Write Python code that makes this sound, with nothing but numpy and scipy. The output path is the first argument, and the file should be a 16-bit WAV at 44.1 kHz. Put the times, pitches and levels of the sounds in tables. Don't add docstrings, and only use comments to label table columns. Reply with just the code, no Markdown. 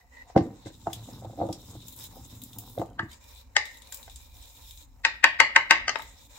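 import sys
import numpy as np
from scipy import signal
from scipy.fft import rfft, irfft
from scipy.io import wavfile

SR = 44100
rng = np.random.default_rng(int(sys.argv[2]) if len(sys.argv) > 2 else 0)


def pcm_store(signal):
    levels = np.round(np.clip(np.atleast_2d(signal), -1, 1) * 32767)
    wavfile.write(sys.argv[1], SR, levels.astype(np.int16).T)


def convert_level_to_amplitude(level_db):
    exponent = np.asarray(level_db, float) / 20
    return 10 ** exponent


N = 281378

# (frequency [Hz], level [dB])
APPLIANCE_TONE = [(10104, -106)]
# (time [s], gain [dB], half-length [s])
RUMBLE_SWELLS = [
    (0.0, -6.5, 0.27),
    (4.2, 4.5, .15),
    (4.7, 1.5, 0.089),
    (5.84, 9, .08),
]
# (frequency [Hz], width [Hz], level [dB], t60 [s])
KITCHEN_BANDS = [(240, 320, -19.5, 0.38), (700, 460, -15.5, 0.18), (1210, 4700, -24.5, 0.44),
                 (2350, 3300, -10, 0.16), (3570, 2800, -16.5, 0.39), (4800, 2800, -8, 0.21),
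                 (7200, 1500, -11.5, 0.2), (1956, 380, -25.5, 0.44)]
# (time [s], level [dB])
FOOT_LOAD = [(0, -73), (.34, -71), (.47, -40), (.58, -66), (.83, -54), (1.1, -44.5), (1.35, -46.5),
             (1.55, -55), (1.78, -47), (2.02, -54.5), (2.2, -51), (2.42, -52.5), (2.95, -52.5), (3.18, -70),
             (4.6, -71.5), (5.4, -68), (5.9, -62.5), (6.38, -71)]
# (frequency [Hz], width [Hz], level [dB])
COUNTER_MODES = [(225, 60, -3), (262, 50, -6), (303, 28, 0), (330, 32, 0)]
# (frequency [Hz], level [dB], t60 [s])
FOOT_MODES = [(109.7, 8.5, 0.051), (159, -9, 0.1), (186, -3.5, 0.1), (220, -3, 0.07), (299.4, -0.5, 0.096),
              (323, 2, 0.13), (473, -21, 0.22), (530, 9.5, 0.036), (579, 3, 0.034), (718, 16, 0.032),
              (775, 13.5, 0.042), (868, 11, 0.033), (950, 3, 0.04), (1155, -22, 0.017), (1211, -5.5, 0.059),
              (1270, 0, 0.02), (1500, -1.5, .012), (1570, 1, 0.03), (1850, 1, 0.034), (2050, 1, .03),
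              (2300, -6.5, 0.006), (2690, 2, .018), (3000, -9.5, .012), (3400, -8, .015)]
# (time [s], knock peak [dB], boom peak [dB], click peak [dB], upper knock against knock [dB])
FOOT_THUDS = [(0.299, -51.5, -74.5, -56, 10.5), (0.361, -9.5, -5.5, -31.5, 2.5),
              (0.365, -13.5, -11, -54, -30), (0.374, -18.5, -41, -25.5, 2), (0.406, -34, -18, -41.5, 4),
              (0.657, -41.5, -32, -47, -8), (.667, -38, -38, -42.5, -3), (0.7, -45.5, -45, -51, -9),
              (0.869, -29, -30, -43, 14), (0.9, -61, -49, -47, 2), (1.084, -43, -47, -67, 2),
              (1.22, -43, -47, -70, -1), (1.244, -36.5, -46, -71, 1.5), (1.295, -45, -46, -70, 2),
              (1.328, -46, -50, -70, -1), (1.373, -42.5, -38, -72, 1), (1.386, -35.5, -31, -70, 4.5),
              (1.399, -31.5, -32, -56, 3.5), (1.412, -25.5, -23, -52, 7.5), (1.429, -25.5, -34, -74, -3),
              (1.448, -31.5, -28.5, -67, -1), (1.468, -40, -39, -70, -2), (1.487, -27.5, -28.5, -64, -4),
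              (1.501, -35.5, -37, -70, -3), (1.748, -46, -43, -66, -1), (2.165, -43.5, -50, -68, 1),
              (2.776, -22.5, -29, -47, -7), (2.794, -30, -22.5, -44, 0), (2.815, -25, -36, -46, 6.5),
              (2.999, -45, -30, -60.5, -5), (3.029, -49, -28, -63, -7), (3.058, -59, -45, -60, 7),
              (4.077, -50.5, -67.5, -43, 11)]
# (frequency [Hz], width [Hz], level [dB])
BOWL_MODES = [(3810, 330, 15), (4340, 1900, -7.5), (5240, 810, 5), (3650, 60, 10.5), (3960, 60, 8.5),
              (7050, 1400, 9), (7250, 39, -4)]
# (start [s], end [s], rustle [dB], crush against rustle [dB], hollow against rustle [dB])
SEED_STROKES = [(-.03, 0.02, -85, -9, 18), (0.119, 0.225, -67.5, -12.5, 7), (0.277, 0.31, -62, -15, 0.5),
                (0.414, .64, -65.5, -6.5, -1), (0.658, 0.68, -52.5, -15, -4.5),
                (0.71, 0.935, -60, -5.5, -27), (0.906, 1.164, -56.5, -1, -6.5),
                (1.178, 1.635, -58.5, -5, -14.5), (1.64, 1.866, -56.5, -2, -16.5),
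                (1.86, 1.947, -56.5, 4.5, -8), (1.958, 2.057, -52, 4.5, -8.5), (2.099, 2.4, -57, 1, -9),
                (2.41, 2.81, -56, 2, -14), (3.101, 3.14, -54, -8, -3.5), (3.208, 3.415, -56, -1.5, -8),
                (3.642, 3.9, -56.5, -4.5, -5), (3.904, 4.021, -56, 5.5, -4.5),
                (4.04, 4.338, -57, -2.5, -10), (4.334, 4.819, -55, 0, -11.5), (5.954, 6.098, -55, -7.5, -7),
                (6.11, 6.255, -59, -2, -11), (6.295, 6.4, -53.5, -5.5, -7)]
# (start [s], end [s])
DEEP_STIRRING = [
    (3.12, 3.52),
    (3.83, 4.98),
    (6.08, 6.5),
]
# (time [s], peak [dB], top [dB], pitch [Hz], left minus right [dB])
SEED_CRACKS = [(0.636, -63, -73, 3500, -7), (0.6629, -43.5, -58, 3800, 9), (0.9307, -26, -67, 3440, 4.5),
               (1.069, -46.5, -60, 3710, 0), (1.1328, -43, -58, 5200, 0.0), (1.4665, -48, -69, 3800, -1),
               (1.4875, -44, -63, 3650, 0.0), (1.5269, -29, -45, 5450, 2), (1.6168, -48, -65, 5500, 8),
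               (1.8644, -47, -53, 7020, 1.0), (1.8824, -35.5, -40, 7250, 7), (1.924, -47, -47, 7100, 14),
               (1.9626, -50, -43, 7950, 7), (1.9889, -35.5, -52, 7840, 3), (1.997, -46, -41, 7900, 6),
               (2.0082, -35, -46, 3770, 0), (2.039, -37, -36, 3580, 1.0), (2.3515, -48, -48.5, 3600, 4),
               (2.4175, -40, -40, 3800, 2), (2.4212, -45, -50, 3880, 3), (2.436, -36.5, -38, 7360, 5),
               (2.5314, -39, -52, 3630, 2), (2.585, -33.5, -33, 7160, 2), (2.6646, -52, -51.5, 3930, 0),
               (2.6964, -47, -47, 3940, 0), (2.7851, -39, -50, 3740, 5), (2.797, -42, -63, 3930, 6),
               (2.86, -51, -73, 3300, 4), (2.9, -55, -71, 3200, -2), (2.931, -58, -71, 3120, 5),
               (3.1148, -41.5, -58, 3130, 4), (3.1313, -39.5, -55, 4800, 7.5),
                      (3.2405, -47, -53, 3750, 0.5), (3.3094, -49, -64.5, 3750, -2),
                      (3.3488, -44.5, -56.5, 7820, 0), (3.6541, -31.5, -43.5, 3810, 1),
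                      (3.7434, -45, -64, 3920, -2.5), (3.7703, -42.5, -67.5, 3900, 4),
                      (3.8202, -38.5, -54.5, 3800, 7), (3.8721, -40, -62, 4040, 1.5),
                      (3.9235, -25.5, -34.5, 7230, 4.5), (3.9439, -32, -34.5, 7400, 4.5),
                      (3.9724, -37.5, -54.5, 7260, 13), (4.0287, -38.5, -51.5, 3970, 6),
                      (4.0976, -38, -51, 3810, 5), (4.1589, -35, -56, 7510, -0.5),
                      (4.3425, -47, -62, 5720, 0), (4.3684, -49, -55, 3740, 4),
                      (4.4234, -41.5, -59, 8100, -1.5), (4.7087, -36.5, -44, 3700, 7),
                      (4.7745, -41.5, -57.5, 3940, 5), (5.986, -39, -58, 3750, 3),
                      (6.001, -38, -56, 3800, 4), (6.0204, -37, -43, 3850, 3)]
# (frequency [Hz], level [dB], t60 [s])
INNER_WALL_MODES = [(770, -10.5, 0.021), (907, -13, 0.074), (1150, -3, 0.02), (1300, 3.5, 0.041),
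                    (1580, -13, 0.065), (1605, 6, 0.037), (1757, 0, 0.066), (1853, -8, 0.08),
                    (1950, -10.5, 0.15), (2900, -10, 0.027), (2970, 5, 0.013), (3200, 6, 0.013),
                    (3520, 2, 0.017), (4390, -2, 0.019)]
# (frequency [Hz], level [dB], t60 [s])
SEAT_MODES = [(617, -6.5, 0.014), (905, -2, 0.033), (1270, -4.5, 0.022), (1630, -4, 0.013),
              (1915, -2.5, 0.032), (2120, -6, 0.013), (2450, 5, .015), (3010, -6, .015), (3800, 4, 0.017),
              (5120, 2, 0.016), (7700, -10, .01)]
# (time [s], main ring [dB], low modes [dB], upper modes [dB], high modes [dB])
PESTLE_SETTLES = [
    (5.9562, -31.5, -27, -31, -34.5),
    (5.9925, -56, -33, -46, -51),
    (6.018, -49, -49, -49, -52),
]
# (frequency [Hz], level [dB], t60 [s])
LIP_MODES = [(830, 6, 0.0064), (1250, -6, 0.033), (1590, -5, 0.033), (1882, -9, 0.018), (2004, -13, 0.042),
             (2770, -3, 0.026), (3025, -6, 0.037), (4420, -5, 0.052), (4820, 5, 0.031), (5970, 8.5, 0.017),
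             (7560, -10, 0.012)]
# (time [s], main ring [dB], low modes [dB], upper modes [dB], high modes [dB])
GLANCING_TAPS = [
    (5.8795, -23, -22, -29.5, -23),
    (5.8925, -25, -24, -30, -24.5),
]
# (frequency [Hz], level [dB], t60 [s])
FLANK_MODES = [(392, -16, 0.035), (568, -8, 0.073), (787, -7, 0.02), (840, -0.5, 0.032), (870, 0, 0.035),
               (1240, -1, 0.04), (1387, -15.5, 0.036), (1488, -0.5, 0.033), (1662, -4, .015),
               (1776, -5, 0.014), (1850, 0.5, 0.023), (1923, -0.5, 0.014), (2035, -4, 0.027),
               (2114, -12.5, 0.037), (2350, -7.5, 0.011), (2700, -5, 0.01377), (3000, 2, .016),
               (3298, -1, 0.015), (3750, 2.5, 0.0085), (4130, -9, 0.014), (4620, -9.5, 0.021),
               (5210, -4, 0.014), (6630, -9.5, 0.019), (8000, -12.5, 0.014)]
# (time [s], main ring [dB], low modes [dB], upper modes [dB], high modes [dB])
FLANK_RAPS = [
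    (3.5642, -12, -23, -20.5, -17.5),
]
# (frequency [Hz], level [dB], t60 [s])
RIM_MODES = [(314.7, -22, 0.13), (550, -14.5, 0.077), (974, -9.5, 0.025), (914, -0.5, 0.093),
             (1094, 0, 0.048), (1309, -1.5, 0.044), (1500, -11, 0.01), (1580, 1.5, 0.037),
             (1566, -3, 0.083), (1817, -1.5, 0.014), (1872, 1, 0.028), (1922, -7.5, 0.04),
             (2044, -2.5, 0.018), (2230, -4, 0.018), (2360, -11.5, 0.023), (1995, -8, 0.031),
             (2528, 2.5, 0.015), (2550, -5.5, 0.025), (2752, 2.5, 0.02), (2872, -4, 0.027),
             (3147, -21.5, 0.017), (3575, -5.5, 0.0074), (3814, -6, .02), (4350, -3.5, 0.0089),
             (4600, -6, 0.012), (4750, -2.5, 0.013), (5320, -9, 0.015), (5990, -6.5, 0.011),
             (7330, -5.5, 0.0064), (7730, -5.5, 0.0044)]
# (time [s], main ring [dB], low modes [dB], upper modes [dB], high modes [dB])
RIM_RAPS = [
    (3.922, -51, -50, -66, -67.5),
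    (5.0484, -14.5, -21, -15.5, -19.5),
    (5.2403, -6, -14.5, -8, -15),
    (5.4003, -8, -13, -12, -15),
    (5.5608, -6.5, -11.5, -9.5, -16.5),
    (5.7079, -8, -12, -8, -13),
]

PORT_LAG_S = 1.0e-4
TAPPING_S = (5.03, 6.0)
PLANTED_S = (.36, 2.95)
OPEN_S = (-.1, .25)
ROLLING_S = (1.0, 2.7)
BUMP_S = 2.9925


def unit(x):
    return x / np.sqrt(np.mean(x ** 2))


def band(x, lo_hz, hi_hz):
    return signal.sosfilt(signal.butter(3, [lo_hz, min(hi_hz, .45 * SR)], "bandpass", fs=SR, output="sos"), x)


def resonate(x, modes):
    return sum(convert_level_to_amplitude(db) * signal.lfilter(*signal.iirpeak(hz, hz / width, SR), x) for hz, width, db in modes)


def grains(rate, spread_db):
    ticks = (rng.random((2, N)) < rate / SR) * rng.standard_normal((2, N))
    return ticks * convert_level_to_amplitude(spread_db * np.minimum(rng.exponential(size=(2, N)), 3))


def flicker(rate, depth_db):
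    knots = rng.standard_normal(int(N / SR * 60) + 2)
    place = np.arange(N) / SR * min(rate, 59)
    return convert_level_to_amplitude(depth_db * np.interp(place, np.arange(len(knots)), knots))


def during(span, edge_s):
    t = np.arange(N) / SR
    return np.clip(np.minimum(t - span[0], span[1] - t) / edge_s + .5, 0, 1)


def pan(db):
    return convert_level_to_amplitude([[db / 2], [-db / 2]])


def ports(x, pan_db=0.):
    n = x.shape[-1]
    delay = np.exp(-2j * np.pi * np.fft.rfftfreq(n, 1 / SR) * PORT_LAG_S)
    return np.array([x, irfft(rfft(x) * delay, n)]) * pan(pan_db)


def add(out, s, sound):
    i = int(s * SR)
    out[:, i:i + sound.shape[1]] += sound[:, :N - i]


def strike(modes, edges_hz, peaks_db, scatter_db, rise_s, longest_s, pan_db, turn, facing, slow=1):
    hz, db, t60 = np.transpose(modes)[:, :, None]
    strength, detune, start = rng.standard_normal((3, len(modes), 1))
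    t = np.arange(int(.16 * SR)) / SR
    phase = 2 * np.pi * hz * (1 + 0.0051 * detune) * t + 0.69 * start
    apart = 2 * np.pi * hz * PORT_LAG_S + turn * np.minimum(hz / 900, 1) ** 2 * facing
    rise = (1 - np.exp(-t / (rise_s * np.clip(1600 / hz, 1, slow)))) ** 2
    decay = np.exp(-np.log(1000) * t / np.minimum(t60, longest_s))
    fade = convert_level_to_amplitude(db + scatter_db * strength) * rise * decay
    rings = fade * np.array([np.sin(phase + apart / 2), np.sin(phase - apart / 2)])
    register = np.searchsorted(edges_hz, hz[:, 0])
    parts = [rings[:, register == k].sum(axis=1) for k in range(len(peaks_db))]
    return sum(convert_level_to_amplitude(peak) * p / np.abs(p).max() for peak, p in zip(peaks_db, parts)) * pan(pan_db)


def whine():
    t = np.arange(N) / SR
    return sum(np.sqrt(2) * convert_level_to_amplitude(db) * np.sin(2 * np.pi * hz * t) for hz, db in APPLIANCE_TONE)


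def house_rumble():
    t = np.arange(N) / SR
    gain = convert_level_to_amplitude(-55) * flicker(5.9, 1.7)
    for s, db, half_s in RUMBLE_SWELLS:
        gain = gain * convert_level_to_amplitude(db * np.exp(-((t - s) / half_s) ** 2))
    mid, side = band(rng.standard_normal((2, N)), 30, 79.5)
    return gain * unit(mid + 0.31 * side * np.array([[1], [-1]]))


def kitchen(dry):
    t, tail = np.arange(int(.5 * SR)) / SR, 0
    upper = band(dry[:1], 1250, 16000)
    blur = 1.2 * np.tanh(3 * unit(band(rng.standard_normal(N), 50, 320)))
    spread = dry[:1] + .65 * upper * (blur - 1)
    for hz, width, db, t60 in KITCHEN_BANDS:
        noise = resonate(rng.standard_normal((2, len(t))), [(hz, width, 0)])
        mid, side = resonate(noise, [(hz, 2 * width, 0)])
        pair = mid + min(hz / 1300, 1.1) * side * np.array([[1], [-1]])
        tail = tail + convert_level_to_amplitude(db) * unit(pair) * np.exp(-np.log(1000) * t / t60)
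    tail = tail * np.clip(t / 0.0013, 0, 1) * convert_level_to_amplitude(-35.5)
    return signal.fftconvolve(spread, tail, axes=1)[:, :N]


def lead_in(hits):
    t = np.arange(700) / SR
    smear = rng.standard_normal((1, 700)) * np.exp(-t / 0.0041) * convert_level_to_amplitude(-31.0)
    return signal.fftconvolve(hits[:, ::-1], smear, axes=1)[:, :N][:, ::-1]


def rocking():
    load_db = np.interp(np.arange(N) / SR, *np.transpose(FOOT_LOAD))
    heavier_db = load_db + 67.5
    boom = convert_level_to_amplitude(load_db) * flicker(5.9, 0.7)
    body = convert_level_to_amplitude(-70 + 0.74 * heavier_db) * flicker(9.6, 2.8)
    knock = convert_level_to_amplitude(-74 + 0.3 * heavier_db) * flicker(11, 7.7)
    jolts = band(grains(600, 3.0), 75, 1500)
    modes = [(hz, 0.45 * np.log(1000) / np.pi / t60, db) for hz, db, t60 in FOOT_MODES]
    slab_ring = sum(flicker(12, 5.0) * resonate(jolts[1], [mode]) for mode in COUNTER_MODES)
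    foot_ring = sum(flicker(16, 4.0) * resonate(jolts[0], [mode]) for mode in modes[7:17])
    foot = boom * unit(resonate(jolts[0], modes[:3]))
    foot = foot + body * unit(band(slab_ring, 230, 290))
    foot = foot + knock * unit(band(foot_ring, 440, 1600))
    return ports(foot)


def thuds():
    out, t = np.zeros((2, N)), np.arange(2500) / SR
    facing = rng.standard_normal((len(FOOT_MODES), 1))
    for s, knock_db, boom_db, click_db, upper_db in FOOT_THUDS:
        rise_s = .003 if ROLLING_S[0] < s < ROLLING_S[1] else .0009
        peaks_db = [boom_db, knock_db, knock_db + upper_db, click_db]
        blow = strike(FOOT_MODES, [400, 650, 1300], peaks_db, 1.5, rise_s, .12, -.4, 1.2, facing)
        scuff = band(rng.standard_normal((2, 2500)) * np.exp(-t / .012), 2200, 6000)
        blow[:, :2500] += convert_level_to_amplitude(click_db - 5.5) * scuff
        add(out, s + 0.00073, blow)
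    return band(out, 75, 19000)


def strokes():
    t = np.arange(N) / SR
    rest_db = np.array([[-74], [-72.5], [-70], [-88]])
    power = np.zeros((4, N)) + convert_level_to_amplitude(rest_db) ** 2
    for start, end, db, crush_db, hollow_db in SEED_STROKES:
        attack = np.clip((t - start) / .035 + .5, 0, 1)
        release = np.exp(-np.maximum(t - end, 0) / 0.026)
        layers_db = db + np.array([[0], [crush_db], [hollow_db], [hollow_db - 6.5]])
        power += (attack * release * convert_level_to_amplitude(layers_db)) ** 2
    bowl, top, low, high = np.sqrt(power)
    return bowl, top, low, high * convert_level_to_amplitude(-27.5 * during(PLANTED_S, 0.11) + 11.5 * during(OPEN_S, 0.073))


def rubbing():
    bowl, top, low, high = strokes()
    seeds = unit(grains(1200, 4.2)) + 1.5 * rng.standard_normal((2, N))
    seeds[1] = 0.98 * seeds[1] + 0.066 * seeds[0]
    body = sum(flicker(28, 4.6) * resonate(seeds, [mode]) for mode in BOWL_MODES)
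    body = band(body + convert_level_to_amplitude(-20) * seeds, 2500, 8800)
    note_hz = 1945 + (2400 - 1945) * sum(during(span, 0.06) for span in DEEP_STIRRING)
    note = np.sin(2 * np.pi * np.cumsum(note_hz) / SR)
    upper = unit(band(seeds, 8, 75)) * note + .08 * unit(band(seeds, 1100, 2800))
    lower = resonate(seeds, [(920, 120, 0), (560, 90, -3), (1800, 1400, -17)])
    hollow = low * flicker(25, 3.0) * unit(lower) + high * flicker(30, 3.5) * unit(upper)
    hollow[:, int(TAPPING_S[0] * SR):int(TAPPING_S[1] * SR)] = 0
    crush = unit(grains(900, 4.0)) + 1.6 * rng.standard_normal((2, N))
    air = band(np.diff(crush, 2, prepend=[[0, 0]] * 2), 8600, 19800)
    rustle = bowl * unit(body) + top * flicker(18, 2.2) * unit(air)
    return flicker(45, 1.8) * rustle + hollow


def cracks():
    out, t = np.zeros((2, N)), np.arange(1800) / SR
    shape = (1 - np.exp(-t / 0.0002)) * (np.exp(-t / 0.002) + 0.34 * np.exp(-t / 0.021))
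    for s, db, top_db, hz, pan_db in SEED_CRACKS:
        burst = rng.standard_normal((2, 1800)) * shape
        burst[1] += 0.34 * burst[0]
        bowl = resonate(burst, [(hz, 0.06 * hz, 5.0)]) + 0.14 * resonate(burst, BOWL_MODES)
        bowl = bowl + 0.46 * band(burst, 3200, 15000)
        bowl = bowl / np.abs(bowl).max() + 0.34 * np.sin(2 * np.pi * hz * t) * np.exp(-t / 0.0042)
        crumbs = band(np.diff(burst, prepend=0), 9300, 19500)
        tick = convert_level_to_amplitude(db + 2.0) * bowl / np.abs(bowl).max()
        tick = tick + convert_level_to_amplitude(top_db + 12.0) * crumbs / np.abs(crumbs).max()
        add(out, s + 0.0001, tick * pan(pan_db))
    return out


def wall_bump():
    out, t = np.zeros((2, N)), np.arange(900) / SR
    scrape = band(rng.standard_normal((2, 900)) * np.exp(-t / 0.012), 3800, 7900)
    add(out, BUMP_S, convert_level_to_amplitude(-46.5) * scrape)
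    facing = rng.standard_normal((len(INNER_WALL_MODES), 1))
    peaks_db = (-21.5, -17.5, -28.5)
    add(out, BUMP_S, strike(INNER_WALL_MODES, [1200, 2300], peaks_db, 0, 0.00079, 0.15, 0.37, 0.76, facing))
    return out


def raps():
    out, t = np.zeros((2, N)), np.arange(900) / SR
    chatter = (1 - np.exp(-t / 0.0022)) * np.exp(-t / 0.0051)
    # blows, modes, contact rise [s], how much slower the low modes rise, chatter [dB]
    spots = ((RIM_RAPS, RIM_MODES, .0006, 3.0, 1.5),
             (FLANK_RAPS, FLANK_MODES, .001, 1.2, -3.0),
             (GLANCING_TAPS, LIP_MODES, .0003, 1.5, -5.0),
             (PESTLE_SETTLES[:1], SEAT_MODES, .0004, 1.2, -3.0),
             (PESTLE_SETTLES[1:], SEAT_MODES, .002, 2.5, -6.0))
    for blows, modes, rise_s, slow, chatter_db in spots:
        facing = rng.standard_normal((len(modes), 1))
        for s, ring_db, low_db, upper_db, high_db in blows:
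            peaks_db = np.array([low_db, ring_db, upper_db, high_db]) + 7.0
            pan_db = -3.5 * rng.uniform(-3.6, 1)
            blow = strike(modes, [1700, 2350, 3300], peaks_db, 1.5, rise_s, .08, pan_db, 1.1, facing, slow)
            splinters = band(rng.standard_normal(900) * chatter, 5200, 7900)
            blow[:, :900] += convert_level_to_amplitude(high_db + chatter_db) * ports(splinters, pan_db)
            contact = band(rng.standard_normal((2, 900)) * np.exp(-t / 0.0069), 700, 3200)
            blow[:, :900] += convert_level_to_amplitude(upper_db - 3.0) * contact
            add(out, s + 0.00065, blow)
    return out


def scene():
    blows = band(raps() + wall_bump(), 290, 19000) + thuds()
    hits = blows + cracks()
    room = kitchen(hits) + house_rumble() + whine()
    return hits + lead_in(blows) + room + rubbing() + rocking()


def band_limit(x):
    return signal.sosfilt(signal.butter(12, 16340, fs=SR, output="sos"), x)


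def record(dry):
    heard = signal.sosfilt(signal.butter(2, 38, "highpass", fs=SR, output="sos"), dry)
    heard = signal.sosfilt(signal.ellip(8, .2, 50, 15750, fs=SR, output="sos"), heard)
    return band_limit(np.clip(heard, -1, 1))


dry = scene()
out = record(dry)
pcm_store(out)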